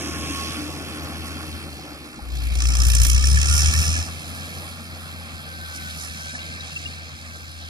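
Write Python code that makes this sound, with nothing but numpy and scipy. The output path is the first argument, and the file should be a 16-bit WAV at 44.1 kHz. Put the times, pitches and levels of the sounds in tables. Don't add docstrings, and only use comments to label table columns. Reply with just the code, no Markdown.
import sys
import numpy as np
from scipy import signal
from scipy.fft import rfft, irfft, next_fast_len
from scipy.io import wavfile
from scipy.ndimage import uniform_filter1d, map_coordinates

SR = 44100
rng = np.random.default_rng(int(sys.argv[2]) if len(sys.argv) > 2 else 0)


def digitize_waveform(pressure):
    field = np.atleast_2d(pressure).T
    bounded = np.clip(field, -1, 1)
    quanta = np.round(bounded * 32767).astype(np.int16)
    wavfile.write(sys.argv[1], SR, quanta)


def gain_from_decibels(decibels):
    exponent = np.asarray(decibels, float) / 20
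    return 10 ** exponent


N = 339129


def in_time(rows):
    s, *columns = np.transpose(rows)
    return [np.interp(np.arange(N) / SR, s, c) for c in columns]


def at_hz(rows, hz, axis=1):
    return np.interp(np.log(hz + 1), np.log(np.array(rows)[:, 0]), np.array(rows)[:, axis])


def rms_one(x):
    return x / np.sqrt(np.mean(x ** 2) + 1e-20)


def filtered(x, response):
    size = next_fast_len(N + 4096)
    hz = np.arange(size // 2 + 1) * SR / size
    return irfft(rfft(x, size) * response(hz), size)[..., :N]


def drift(rate_hz):
    r = np.exp(-80 * np.pi * rate_hz / SR)
    slow = signal.lfilter([1], [1, -2 * r, r * r], rng.standard_normal(N // 40 + 2002))[2000:]
    return np.interp(np.arange(N) / 40, np.arange(len(slow)), rms_one(slow))


def bumps(s, half_s, height):
    t = np.arange(N) / SR
    out = 0
    for centre_s, half, peak in np.broadcast(s, half_s, height):
        out = out + peak * np.cos(np.pi / 2 * np.clip((t - centre_s) / half, -1, 1)) ** 2
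    return out


def swells(rows):
    s, half_s, db = np.transpose(rows)
    return bumps(s, half_s, gain_from_decibels(db))


def step(at_s, fade_s):
    return 1 / (1 + np.exp((at_s - np.arange(N) / SR) / fade_s))


def share_of(db, from_db, to_db):
    return np.clip((db - from_db) / (to_db - from_db), 0, 1)


def resonances(x, modes):
    out = 0
    for k, (hz, width, db) in enumerate(modes):
        r = np.exp(-np.pi * width / SR)
        b = np.array([1, 0, -1]) * (1 - r * r) / 2
        a = [1, -2 * r * np.cos(2 * np.pi * hz / SR), r * r]
        out = out + (-1) ** k * gain_from_decibels(db) * signal.lfilter(b, a, x)
    return out


def chopped(turns, depth, uneven_db, late):
    chance = rng.standard_normal(int(turns[-1]) + 3)
    strength = gain_from_decibels(uneven_db * depth * np.interp(turns - late, np.arange(len(chance)), chance))
    angle = 2 * np.pi * (turns - late)
    puff = strength * (0.16 + np.exp(depth * np.cos(angle + 0.57 * np.cos(angle))))
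    puff = puff / np.sqrt(uniform_filter1d(puff ** 2, size=6000))
    return puff * rng.standard_normal((2, N))


def patchy(x, spectrum, patchy_db):
    low_hz, high_hz = spectrum[0][0], spectrum[-1][0]
    width = np.log(high_hz / low_hz) / 6
    out = 0
    for hz in np.geomspace(low_hz, high_hz, 7):
        band = lambda f: gain_from_decibels(at_hz(spectrum, f)) * np.clip(1 - abs(np.log((f + 1) / hz)) / width, 0, 1)
        out = out + gain_from_decibels(patchy_db * drift(8)) * filtered(x, band)
    return rms_one(out)


# (time [s], firing rate [Hz])
SPEED = [(0, 79.9), (.4, 80.05), (.65, 83.4), (.9, 80.84), (1.62, 80.9), (1.78, 74.3), (2.1, 70.2),
         (2.24, 61.4), (2.45, 59.4), (2.72, 60.88), (3.05, 60.2), (3.5, 73.52), (3.75, 76.9), (4, 82.2),
         (4.64, 86.1), (5.92, 79.6), (6.5, 83.0), (7.69, 82.4)]
# (time [s], level [dB])
FUEL = [(0, -38), (.17, -35), (.79, -41), (1.2, -37.5), (1.73, -39), (1.84, -49), (1.92, -43.5),
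        (2.195, -53), (2.23, -34.5), (2.38, -24), (2.6, -20), (2.68, -15.5), (3.3, -14.5), (3.64, -17.5),
        (4.0, -21.5), (4.15, -38), (4.4, -40), (7.69, -41.5)]
# (time [s], level [dB])
FLOW = [(0, -36.5), (.45, -47.5), (.73, -44.5), (1.43, -47), (1.97, -52.5), (2.27, -54.5), (2.36, -47.5),
        (2.55, -44), (2.63, -34), (3.05, -27), (3.2, -30.5), (3.45, -28.5), (3.6, -26), (3.98, -31),
        (4.11, -44), (4.6, -46), (4.8, -50), (7.69, -50)]


def driving():
    return in_time(SPEED)[0], in_time(FUEL)[0], in_time(FLOW)[0]


# (time [s], half length [s], rush [dB], clatter [dB], sizzle [dB])
SURGES = [(2.897, 0.1, 0.5, 0, 25), (3.06, 0.12, 0, -1.5, 30.5), (3.288, 0.08, 2.5, 0, 5),
          (3.56, 0.087, 2.5, -1, 14), (3.73, 0.054, -0.5, 1, 10), (3.833, 0.064, 1.5, 1, 13),
          (4.58, 0.14, -0.5, -1, 5), (5.763, 0.03, 6.5, -2, -5), (2.6, .06, 2, 0, -8),
          (6.3, 0.046, 2.5, 0.5, -4), (5.918, 0.5, 6, 4, -1.5), (6.028, 0.1, 6, -1, -2),
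          (6.221, 0.14, 4.5, -1.5, -10), (6.353, 0.045, 6, -1.5, -10), (6.755, 0.38, 6, 3.5, -2),
          (6.348, 0.37, 3, 3, 1), (7.398, 0.52, 2, -1, 4), (0.425, 0.33, 8, 7, 1),
          (1.272, 0.033, 5, 0.5, 0.1)]


def surges_db():
    s, half_s, *gains = np.transpose(SURGES)
    return [bumps(s, half_s, db) for db in gains]


# (time [s], gain [dB])
JOLTS = [(2.354, 5), (2.554, 8), (2.604, 9), (2.621, 9), (2.654, 5), (2.688, 4), (2.704, 4), (2.752, 8),
         (2.801, 5), (2.819, 5), (2.851, 3), (2.900, 5), (2.950, 5), (3.0, 4), (3.017, 7), (3.048, 4),
         (3.097, 8), (3.414, 7), (3.495, 5), (3.658, 4), (3.738, 5), (3.789, 4)]


def judder_db():
    t, dies_s = np.arange(N) / SR, .005
    return sum(db * (t > s) * np.exp(-abs(t - s) / dies_s) for s, db in JOLTS)


# (frequency [Hz], level [dB per Hz])
RUMBLE = [(25, -44), (45, -26), (75, -9), (110, -17), (150, -4), (190, -11.5), (230, -7.5), (320, -12),
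          (400, -25.5), (480, -16.5), (800, -16), (950, -25), (1100, -17), (1400, -16.5)]
# (frequency [Hz], width [Hz], level [dB])
SILENCER = [(143, 4.4, -54), (295, 32, 49)]
ASIDE_M, AHEAD_M, RECEDES_M_PER_S = 3.2, 3.67, 1.89


def rumble(turns, depth, lugged_hz, load):
    range_m = np.hypot(ASIDE_M, AHEAD_M + RECEDES_M_PER_S * np.arange(N) / SR)
    rumble_db = -32 - 20 * np.log10(range_m / range_m[0])
    rumble_db = rumble_db - 0.24 * lugged_hz + 3.5 * load
    rumble_db = rumble_db - 3 * step(7, .25)
    near = 1.08 + (0.13 - 1.08) * step(3.25, 0.88)
    gas = chopped(turns, 0.26 * depth, uneven_db=9.0, late=0.069)
    sound = patchy(gas, RUMBLE, patchy_db=2.0) + near * rms_one(resonances(gas, SILENCER))
    return gain_from_decibels(rumble_db) * sound / np.sqrt(1 + near ** 2)


# (time [s], peak [dB], frequency [Hz])
KNOCKS = [
    (1.792, -33, 754),
    (2.192, -30.5, 820),
]


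def knocks():
    out = np.zeros(N)
    for s, db, hz in KNOCKS:
        t = np.arange(N - round(s * SR)) / SR
        out[round(s * SR):] += gain_from_decibels(db) * np.exp(-t / 0.0069) * np.sin(2 * np.pi * hz * t)
    return out


# (time [s], peak [dB], frequency [Hz])
PANEL_CLANKS = [(2.6878, -33, 2310), (2.8499, -37, 2640), (2.9652, -32, 2320), (3.1433, -35, 1740),
                (3.3717, -20, 1750), (3.4431, -28, 1710), (3.5339, -31, 1745), (3.6591, -33, 2250),
                (3.7524, -29, 1810), (3.8162, -34, 2500), (3.9619, -27, 1700),
                (5.906, -45, 1720),
    (6.0541, -41, 1740),
    (6.104, -38.5, 1790),
    (6.2003, -43, 1730),
    (6.3021, -40, 1740),
    (6.3495, -29, 1740),
    (6.4887, -53, 1860),
    (6.5565, -40, 1810),
    (6.6583, -50, 1850),
                (6.0801, -39, 2620),
    (6.3879, -39, 2800),
    (6.5216, -43, 2640),
    (6.6413, -43, 2690),
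    (6.7161, -41, 2730),
    (6.7605, -24.5, 2680),
    (6.8563, -30.5, 2810),
    (7.4406, -49, 2460),
    (7.649, -50, 2590),
                (5.9035, -41, 3750),
    (6.0038, -43, 3720),
    (6.29, -46, 3830),
    (6.412, -39.5, 3880),
    (6.6034, -38, 3860),
    (6.9307, -44, 4220),
]


def clanks():
    out, t = np.zeros(N + SR), np.arange(SR // 8) / SR
    swell_s, gain_db = .0045, 2
    for s, db, hz in PANEL_CLANKS:
        pair = np.sin(2 * np.pi * hz * t) + .4 * np.sin(2 * np.pi * hz * rng.uniform(.96, 1.04) * t)
        out[round(s * SR):][:len(t)] += gain_from_decibels(db + gain_db) * t / swell_s * np.exp(1 - t / swell_s) * pair
    return out[:N]


# (time [s], half length [s], peak [dB])
SHUDDERS = [
    (2.38, 0.31, -36),
    (2.86, 0.11, -34),
    (3.12, 0.36, -34),
    (4.1, 0.13, -50),
]


def shudder():
    t = np.arange(N) / SR
    hz = 40.6 - 35 * np.maximum(t - 3.1, 0)
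    return swells(SHUDDERS) * np.sin(2 * np.pi * np.cumsum(np.maximum(hz, 29)) / SR)


GEAR_TEETH = 13.67, 18.86
# (time [s], half length [s], peak [dB])
FORWARD_WHINE = [
    (.1, 0.76, -43.5),
    (.39, 0.14, -39),
    (1.006, 1, -50),
]
WORKING_WHINE = [
    (2.8, 0.48, -55),
    (3.2, 0.11, -46),
    (3.52, .13, -52),
    (4.0, 0.23, -59),
    (4.5, 0.33, -47),
    (5.7, 0.67, -52),
    (6.4, 0.4, -51),
]
# (time [s], half length [s], peak [dB])
WHINE_ECHO = [
    (3.52, 0.24, 20),
    (4.4, 0.26, -1),
    (5.75, 0.37, 0),
    (6.3, .4, -2.5),
]


def gears(turns):
    cruise = gain_from_decibels(-47.5) * step(4.9, .3)
    out = 0
    for teeth, height in zip(GEAR_TEETH, (swells(FORWARD_WHINE), swells(WORKING_WHINE) + cruise)):
        flutter = gain_from_decibels(2.6 * drift(12))
        out = out + gain_from_decibels(3.5) * height * flutter * np.sin(2 * np.pi * teeth * turns + 1.1 * drift(14))
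    return out * np.array([swells(WHINE_ECHO), np.ones(N)])


def over_ground(x):
    echo_s, echo_db = 1.05 / 1000, -9
    return filtered(x, lambda hz: 1 - gain_from_decibels(echo_db) * np.exp(-2j * np.pi * hz * echo_s))


# (frequency [Hz], level [dB per Hz])
CLATTER = [(700, -32), (1000, -28), (1400, -8.5), (2000, 5.5), (2700, 6.5), (3200, 3), (4500, -7.5),
           (5500, -47), (7000, -71)]
# (frequency [Hz], level [dB per Hz])
LUGGING = [(850, -23), (1150, -3), (1450, -6), (1750, 0.5), (2050, -5), (2500, 2.5), (3000, 4), (3400, 0),
           (3800, -9), (4200, -13.5), (4800, 1.5), (5200, 3)]
# (frequency [Hz], width [Hz], level [dB])
BLOCK = [(1280, 210, -13.5), (1750, 110, 10.5), (2267, 120, 0.5), (2680, 110, 10.5), (3860, 150, 8),
         (4585, 930, 0.5), (4780, 160, 4), (6420, 270, -9)]


def clatter(turns, depth, load, clatter_db):
    clatter_db = clatter_db + 0.94 - 10.5 * load
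    tilt_db = 2 - 4.5 * load + 4 * step(7.7, .2)
    knock = chopped(turns, 0.21 * depth, uneven_db=3.0, late=.9)
    light = patchy(knock, CLATTER, patchy_db=1.86)
    broad = (1 - load) * light + load * patchy(knock, LUGGING, patchy_db=1.5)
    rings = 0
    for mode in BLOCK:
        rings = rings + resonances(chopped(turns, 0.91 * depth, uneven_db=5.0, late=0.822), [mode])
    sound = rms_one(broad + 1.05 * rms_one(rings))
    upper = filtered(sound, lambda hz: np.clip(np.log2((hz + 1) / 2400) / 1.13, 0, 1))
    tilted = gain_from_decibels(-tilt_db) * (sound - upper) + gain_from_decibels(tilt_db) * upper
    return over_ground(gain_from_decibels(clatter_db + 8.5) * tilted)


def brightened(x, top_db):
    top = filtered(x, lambda hz: 1 / (1 + (9050 / (hz + 1)) ** 11.0))
    return x + (gain_from_decibels(top_db) - 1) * top


# (frequency [Hz], level [dB per Hz])
FAN = [(4000, -14), (5000, -3.5), (6500, -2), (8000, -4), (11000, 1.5), (12300, -8.5), (13500, -9.5)]
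BARK = [(4900, -36), (5080, -3.5), (5500, 0.5), (6000, -4), (6450, -4.5), (6800, -3.5), (8400, -7),
        (9250, -2), (9500, -7.5), (11800, -11), (13000, -19)]
SIZZLE = [(11500, -17), (12500, 0), (14000, -5), (15700, -28)]
# (frequency [Hz], width [Hz], level [dB])
STACK = [(5150, 140, -2), (5390, 200, -1.5), (5980, 200, 1.5), (6420, 200, 0), (7570, 170, -8.5),
         (8430, 200, -8), (9250, 320, -3.5), (9200, 100, -12), (10450, 230, -10.5)]
BARK_FROM_DB, BARK_TO_DB = -48, -33


def rush(turns, depth, load, rush_db, sizzle_db, sizzle_surge_db):
    sizzle_db = sizzle_db - 11 - 37 * load
    barking = share_of(rush_db, BARK_FROM_DB, BARK_TO_DB)
    fan = patchy(chopped(turns, 0.7 * depth, uneven_db=3.0, late=0.89), FAN, patchy_db=2.0)
    gas = chopped(turns, 0.98 * depth, uneven_db=1.6, late=0.865)
    rings = 0
    for mode in STACK:
        rings = rings + resonances(chopped(turns, 1.0 * depth, uneven_db=6.5, late=0.87), [mode])
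    bark = rms_one(patchy(gas, BARK, patchy_db=1.2) + .8 * rms_one(rings))
    sizzle = patchy(gas, SIZZLE, patchy_db=2.0)
    air = gain_from_decibels(rush_db + 5) * (np.sqrt(1 - barking) * fan + np.sqrt(barking) * bark)
    air = air + gain_from_decibels(sizzle_db + 3) * sizzle
    screened_db = -7.5 * step(6.29, 0.066)
    return brightened(air, 0.33 * sizzle_surge_db - 4.5 * load + screened_db)


# (order [per cycle], level [dB])
CYCLE = [(3, -21.5), (4, -36), (5, -21), (6, 3), (7, -34), (8, -26), (9, -22.5), (10, -22), (11, -30.5),
         (12, -23.5), (13, -27.5), (14, -51), (15, -38)]
# (time [s], loss [dB])
CUTS = [(2.72, 3), (2.96, 2), (3.08, 2), (3.21, 2.5), (3.41, 3.5), (3.46, 5), (3.53, 2.5), (3.73, 6.5),
        (3.85, 7), (3.961, 6), (4.048, 13), (4.219, 7), (5.44, 5), (5.679, 2), (6.118, -1), (7.19, 7)]


def boom(turns, fuel_db, pull, lugged_hz):
    cut_s, cut_db = np.transpose(CUTS)
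    boom_db = fuel_db - bumps(cut_s, 0.044, cut_db)
    second_db = -14 + pull * (-3 - .85 * lugged_hz)
    tone = gain_from_decibels(second_db) * np.cos(4 * np.pi * turns + 3.9)
    for k, db in CYCLE:
        loose = k != 6
        angle = 2 * np.pi * (k * turns / 6 + loose * (.37 * k * k + .2 * drift(6)))
        tone = tone + gain_from_decibels(db + loose * 3.9 * drift(5.0)) * np.cos(angle)
    return gain_from_decibels(boom_db + 1.0 + 1.8 * drift(26.3)) * tone


FREE_HZ = 83.1


def scene():
    firing_hz, fuel_db, flow_db = driving()
    turns, lugged_hz = np.cumsum(firing_hz) / SR, FREE_HZ - firing_hz
    pull, load = share_of(fuel_db, -43, -16), share_of(flow_db, BARK_FROM_DB, BARK_TO_DB)
    depth = np.clip(0.43 + 0.019 * pull * lugged_hz + 0.037 * load, 0, 2)
    puffs = turns - .006 * pull * lugged_hz
    surges = surges_db()
    rush_db, clatter_db, sizzle_db = (flow_db + judder_db() + db for db in surges)
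    ground = rumble(turns, depth, lugged_hz, load)
    tones = knocks() + shudder() + boom(turns, fuel_db, pull, lugged_hz)
    knocking = clatter(puffs, depth, load, clatter_db)
    air = rush(puffs, depth, load, rush_db, sizzle_db, surges[2])
    return ground + clanks() + gears(turns) + knocking + air + tones * [[0], [1]]


def masked(x):
    def band_power(v):
        power = abs(v[..., :1024, :]) ** 2
        return np.repeat(power.reshape(*v.shape[:-2], 256, 4, -1).mean(-2), 4, axis=-2)

    hz, s, z = signal.stft(x, SR, window="cosine", nperseg=2048, noverlap=1024)
    treble = hz[:1024, None] > 1400
    z = z[:, :1024]
    whole = np.mean(abs(z[1, 50:550]) ** 2, axis=0)
    z = z * ~(treble & (band_power(z) < whole * gain_from_decibels(-18) ** 2))
    centre, sides = (z[0] + z[1]) / 2, (z[0] - z[1]) / 2
    hidden = np.minimum(band_power(sides) * gain_from_decibels(-6) ** 2, whole * gain_from_decibels(-5.5) ** 2)
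    centre = centre * ~(treble & (band_power(centre) < hidden))
    z = np.pad([centre + sides, centre - sides], ((0, 0), (0, 1), (0, 0)))
    return signal.istft(z, SR, window="cosine", nperseg=2048, noverlap=1024)[1][:, :N]


# (frequency [Hz], gain [dB], share of sound common to both [0-1])
LEFT_PORT = [(60, 1, .96), (300, 2, .97), (600, -1.5, .93), (900, 3, .68), (1200, -1.5, .8),
             (1450, 2.5, .75), (1600, 0, .89), (1800, -5, .5), (2000, 0, .68), (2300, -4, .38),
             (2600, -1, .8), (2900, 0, .79), (3300, -2, .55), (3600, -1, .68), (3900, 0, .88),
             (4200, 0, .86), (4600, -1, .85), (4900, -.5, .88), (5600, -3, .75), (6600, -14, .4),
             (8000, -13, .5), (10300, -18, .4), (11500, -9, .3), (15500, -9, .3)]
# (frequency [Hz], phase [rad])
LEFT_PHASE = [(0, -.15), (90, -.15), (300, -.4), (600, -.4), (900, -1.6), (1200, -.8), (1450, -2.6),
              (1600, -3.2), (1800, -2.8), (2000, -3.0), (2600, -3.2), (2900, -3.4), (3300, -4),
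              (3700, -4.7), (4100, -5.6), (4500, -6.3), (4900, -6.8), (5200, -7.5), (5600, -8.1),
              (6100, -9.4), (10000, -21.7), (15300, -40)]
# (time [s], lead of the left port [ms])
BEARING = [(0, 0.122), (.1, .114), (.3, 0.108), (.37, 0.085), (.65, 0.083), (1.3, 0.066), (2, 0.05),
           (2.6, .016), (5.2, 0.014), (6.3, 0.0043), (7.69, 0.0014)]


def ports(scattered, direct):
    share = lambda hz: np.clip(at_hz(LEFT_PORT, hz, axis=2), 0, 1)
    port = lambda hz: gain_from_decibels(at_hz(LEFT_PORT, hz)) * np.exp(1j * np.interp(hz, *np.transpose(LEFT_PHASE)))
    left = filtered(direct, lambda hz: port(hz) * share(hz))
    left += filtered(scattered, lambda hz: port(hz) * np.sqrt(1 - share(hz) ** 2))
    lead_ms = in_time(BEARING)[0] + .004 * drift(4.0)
    left = map_coordinates(left, [np.arange(N) + lead_ms * SR / 1000], order=3, mode="nearest")
    right = filtered(direct, lambda hz: 1j * hz / (65 + 1j * hz))
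    return np.array([left, right])


def low_pass(x):
    return signal.sosfilt(signal.butter(12, 15760, fs=SR, output="sos"), x)


def record(dry):
    scattered, direct = dry
    mix = masked(ports(scattered, direct))
    return low_pass(mix)


dry = scene()
out = record(dry)
digitize_waveform(out)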